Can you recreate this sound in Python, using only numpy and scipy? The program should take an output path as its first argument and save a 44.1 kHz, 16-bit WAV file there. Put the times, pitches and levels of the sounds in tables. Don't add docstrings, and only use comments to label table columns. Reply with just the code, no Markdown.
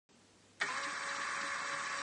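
import sys
import numpy as np
from scipy import signal
from scipy.fft import rfft, irfft
from scipy.io import wavfile
from scipy.ndimage import uniform_filter1d

SR = 44100
rng = np.random.default_rng(int(sys.argv[2]) if len(sys.argv) > 2 else 0)


def how_loud(loudness_db):
    steps = np.asarray(loudness_db, float) / 20
    return 10 ** steps


def wav_out(sig):
    wavfile.write(sys.argv[1], SR, np.round(np.clip(np.atleast_2d(sig).T, -1, 1) * 32767).astype(np.int16))


N = 89126
TIME = np.arange(N) / SR
START_S, HISS_START_S, SWITCH_S = .09, .155, .602
HISS_TOP_HZ = 10950


def rms_one(x):
    return x / np.sqrt(np.mean(x ** 2) + 1e-20)


def drift(rate_hz):
    r = np.exp(-2 * np.pi * rate_hz / SR)
    wander = signal.lfilter([1], [1, -2 * r, r * r], rng.standard_normal(N + SR))
    return rms_one(wander[SR:])


def ring(x, hz, t60_s):
    r, w = how_loud(-60 / (t60_s * SR)), 2 * np.pi * hz / SR
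    return signal.lfilter([0, np.sin(w)], [1, -2 * r * np.cos(w), r * r], x + 1e-18)


def band(x, lo_hz, hi_hz, order=2):
    return signal.sosfilt(signal.butter(order, [lo_hz, hi_hz], "band", fs=SR, output="sos"), x)


def coloured(points, patchy_db):
    hz, db = np.transpose(points)
    edges = 25 * 2 ** (np.arange(28) / 3)
    white = rng.standard_normal((2, N))
    out = 0
    for k, (lo, hi) in enumerate(zip(edges, edges[1:])):
        centre_db = np.interp(np.log(lo * hi) / 2, np.log(hz), db)
        out = out + how_loud(centre_db + patchy_db * drift(24)) * band(white[k % 2], lo, hi)
    return rms_one(out)


def click(s, db):
    out = np.zeros(N)
    out[int(s * SR)] = how_loud(db)
    return out


# frequency_hz, density_db_per_hz
FLOOR_SPECTRUM = [(30, -26), (75, -6), (105, -20.5), (160, -3.5), (400, -4.5), (620, -10.5), (2000, -15),
                  (8500, -19)]


def room_floor():
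    hum_level = how_loud(-77 + 5 + .8 * drift(6.3))
    swell = np.clip((TIME - START_S) / HISS_START_S, 0, 1)
    hum = hum_level * np.sin(2 * np.pi * 100 * TIME) * swell
    return how_loud(-65) * coloured(FLOOR_SPECTRUM, 0.91) + hum


def garage(x):
    t60_s, gap_s, level_db = .3, .006, -13
    t = np.arange(SR // 2) / SR
    tail = band(rng.standard_normal(len(t)), 180, 8600, order=1) * how_loud(-60 * t / t60_s) * (t > gap_s)
    return how_loud(level_db) * signal.fftconvolve(x, tail / np.sqrt(np.sum(tail ** 2)))[:N]


# start_s, level_db, pitch_hz
KNOCK_EVENTS = [(.141, -75.5, 233.4), (.626, -59, 401.7), (.63, -64, 271), (.634, -65.5, 154),
                (0.702, -64, 260.4), (0.864, -62.5, 294), (1.182, -68.5, 287), (1.409, -68.5, 195),
                (1.434, -62, 290), (1.725, -65.5, 150), (1.724, -66, 295)]


def knocks():
    t60_s, gain_db = .2, 14
    soft = 0
    for s, db, hz in KNOCK_EVENTS:
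        blow = band(click(s, db + gain_db), hz / 2, hz * 2, order=1)
        soft = soft + ring(blow, hz, t60_s)
    return soft + band(click(.1412, -70), 900, 7000, order=1)


# pitch_hz, level_db, t60_s
RELAY_MODES = [(2100, -45, .006), (4200, -43, .006), (6200, -49, .004), (8000, -42, .005),
               (7100, -47, .004)]


def relay():
    gap_s = .0006
    return sum(ring(click(SWITCH_S, db) + click(SWITCH_S + gap_s, db), hz, t60_s)
               for hz, db, t60_s in RELAY_MODES)


# start_s, level_db
CLACK_EVENTS = [
    (.6070, -41),
    (.6128, -25),
    (.6152, -21),
    (.6183, -25),
    (.6210, -30),
    (.6240, -28),
    (.6275, -30),
    (.637, -34),
    (.644, -37),
]
# pitch_hz, level_db, t60_s
BRAKE_MODES = [(620, -15, .04), (845, -14, .04), (1227, -14, .03), (1475, -4, .03), (1857, -.5, .045),
               (2250, -5, .025), (2700, -11, .015), (3050, -11, .015), (3531, -9, .015), (4250, -12, .012),
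               (4829, -12, .012), (5690, -17, .01), (6514, -17, .01)]


def brake():
    gain_db, chance_db, soft_hz = -4, 1.5, 7100
    chance = rng.normal(0, chance_db, (len(CLACK_EVENTS), len(BRAKE_MODES)))
    out = 0
    for k, (hz, db, t60_s) in enumerate(BRAKE_MODES):
        blows = sum(click(s, level + db + gain_db + c) for (s, level), c in zip(CLACK_EVENTS, chance[:, k]))
        out = out + (-1) ** k * ring(band(blows, 260, soft_hz), hz, t60_s)
    return out


def rotation():
    mesh_hz, first_mesh_hz, runup_at_s, runup_tau_s = 282, 251, .68, .075
    since = np.maximum(TIME - runup_at_s, 0)
    lag = (1 - first_mesh_hz / mesh_hz) * np.exp(-(since / runup_tau_s) ** 2)
    turns = np.cumsum(mesh_hz * (1 - lag) * (1 + .0025 * drift(8))) / SR
    shaft = np.cos(2 * np.pi * (turns - turns[int(1.097 * SR)]) / 18)
    drum = np.cos(2 * np.pi * (TIME - .84) / .298) * np.clip(1 - 20 * lag, 0, 1)
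    engaged = np.clip((TIME - runup_at_s) / .008, 0, 1)
    return turns, lag, shaft, drum, engaged


# level_db, flutter_db, swing_per_drum_turn_db, swing_per_shaft_turn_db
MESH_TONES = [(-71, 3, 3, .3), (-56, 2, 4.5, .3), (-62.5, 3, 3, .3), (-52.5, 1, .3, .3), (-48, 1.5, .3, 1),
              (-55, 2.5, .3, .3), (-58, 1.5, .3, .3), (-60, 3, .3, 1.2), (-54, 2.5, 2.5, .3),
              (-53.5, 2.5, 2.5, .3), (-63, 3, .3, .3), (-62, 3, .3, .3), (-72, 3, .3, 3),
              (-62.5, 3, 1.5, 5)]
MESH_ORDERS = [1.01, 1.984, 3, 135 / 36, 4, 150 / 36, 153 / 36, 5, 206 / 36, 218 / 36, 272 / 36, 293 / 36,
               16, 20]


def gear_mesh(turns, lag, shaft, drum):
    high_loss_db, take_up_db = 17, 45
    out = 0
    for k, (db, flutter, by_drum, by_shaft) in zip(MESH_ORDERS, MESH_TONES):
        take_up = take_up_db * lag * (1 if abs(k - round(k)) < 1 / 18 else -1)
        level = db + 2 + flutter * drift(12) + by_drum * drum + by_shaft * shaft
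        level = level - high_loss_db * max(k - 5, 0) * lag + take_up
        out = out + how_loud(level) * np.sin(2 * np.pi * (k * turns + rng.random()))
    return out


# pitch_hz, width_hz, level_db
HOUSING_MODES = [(1215, 150, -2.5), (1733, 200, 0.5), (1860, 68, -6), (2164, 120, -2), (2651, 104, -8.5),
                 (3084, 130, -12), (3360, 130, -16), (3565, 130, -11), (3940, 47, -4), (4660, 20, -2),
                 (5580, 50, -10), (6740, 57, -18.5), (7230, 71, -10), (8084, 170, -11)]


def housing_rattle(turns):
    hits_per_s, spread_db, repeat_share = 4000, 4.1, .41
    wheel_teeth, pattern_hits = 36, 500
    sizes = how_loud(spread_db * np.minimum(rng.exponential(1, N), 5)) * rng.choice([-1, 1], N)
    place = (turns / wheel_teeth * pattern_hits).astype(int)
    faults = np.diff(place, prepend=0) * sizes[place % pattern_hits]
    chance = sizes * (rng.random(N) < hits_per_s / SR)
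    hits = np.sqrt(repeat_share) * rms_one(faults) + np.sqrt(1 - repeat_share) * rms_one(chance)
    out = 0
    for hz, wide_hz, db in HOUSING_MODES:
        out = out + how_loud(db) * np.sqrt(wide_hz) * rms_one(ring(hits, hz, 3.94 / wide_hz))
    return rms_one(out)


def scrape(shaft, drum):
    rub = band(rng.standard_normal(N), 2780, 4870)
    return rms_one(rub * np.exp(1.3 * shaft) * how_loud(3.4 * drum + 2 * drift(12)))


# frequency_hz, density_db_per_hz
WHIRR_SPECTRUM = [(120, -54.5), (700, -34), (1050, 0), (1750, 2.9), (2300, -4), (2900, -18.5), (4000, -12),
                  (8200, -11)]
# time_s, level_db
MOTOR_EFFORT = [(.6, 0.5), (.65, -2), (.7, -0.5), (.9, -1.3), (1.2, -0.47), (1.5, -0.7), (1.65, 0),
                (1.8, -1.2), (2.02, 0.36)]


def motor():
    turns, lag, shaft, drum, engaged = rotation()
    tonal = gear_mesh(turns, lag, shaft, drum) + how_loud(-56) * scrape(shaft, drum)
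    noise = how_loud(-45) * housing_rattle(turns) + how_loud(-41.5) * coloured(WHIRR_SPECTRUM, 1.75)
    on = np.clip((TIME - SWITCH_S) / .012, 0, 1)
    return how_loud(np.interp(TIME, *np.transpose(MOTOR_EFFORT))) * (engaged * tonal + on * noise)


def scene():
    blows = relay() + brake() + knocks()
    low_cut = signal.butter(4, 138, "high", fs=SR, output="sos")
    hoist = signal.sosfilt(low_cut, motor() + blows + garage(blows))
    notch_hz, notch_wide_hz = 7380, 150
    hoist = signal.lfilter(*signal.iirnotch(notch_hz, notch_hz / notch_wide_hz, SR), hoist)
    return (hoist + room_floor())[None]


def thin_out(x):
    edge_hz, low_edge_hz, low_edge_share = 8500, 8170, .25
    sliver_share, sliver_db, top_closes_s = .64, -6, .63
    hz, s, cells = signal.stft(x, SR, nperseg=2048, noverlap=1024)
    power, hz = np.abs(cells) ** 2, hz[:, None]
    nearby = uniform_filter1d(power, size=5, axis=0)
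    around = uniform_filter1d(power, size=61, axis=0)
    weak = nearby < how_loud(2 * -4.6) * around
    gain = np.where(weak & (hz > 2400), how_loud(-16), 1.)
    luck = np.repeat(rng.random((2, len(s))), 2, axis=1)[:, :len(s)]
    edge = np.where(luck[0] < low_edge_share, low_edge_hz, edge_hz)
    sliver = (hz > 8830) * (hz < 9030) * (luck[1] < sliver_share) * how_loud(sliver_db)
    slope = how_loud(-3 - 14 * (hz - edge_hz) / 1000)
    quiet = slope * (hz < HISS_TOP_HZ) * (s > HISS_START_S)
    top = np.where(s < top_closes_s, quiet, sliver)
    return signal.istft(cells * np.where(hz < edge, gain, top), SR, nperseg=2048, noverlap=1024)[1][:N]


def band_limit(x):
    return signal.sosfilt(signal.butter(12, 11000, fs=SR, output="sos"), x)


def record(dry):
    hz = np.fft.rfftfreq(N, 1 / SR)
    hiss = irfft(rfft(rng.standard_normal(N)) * (hz < HISS_TOP_HZ), N)
    hiss = rms_one(hiss) * (TIME > HISS_START_S)
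    fade = np.clip((TIME[-1] - TIME) / .003, 0, 1)
    mix = (thin_out(dry[0]) + how_loud(-77) * hiss) * (TIME > START_S) * fade
    return band_limit(mix[None])


dry = scene()
out = record(dry)
wav_out(out)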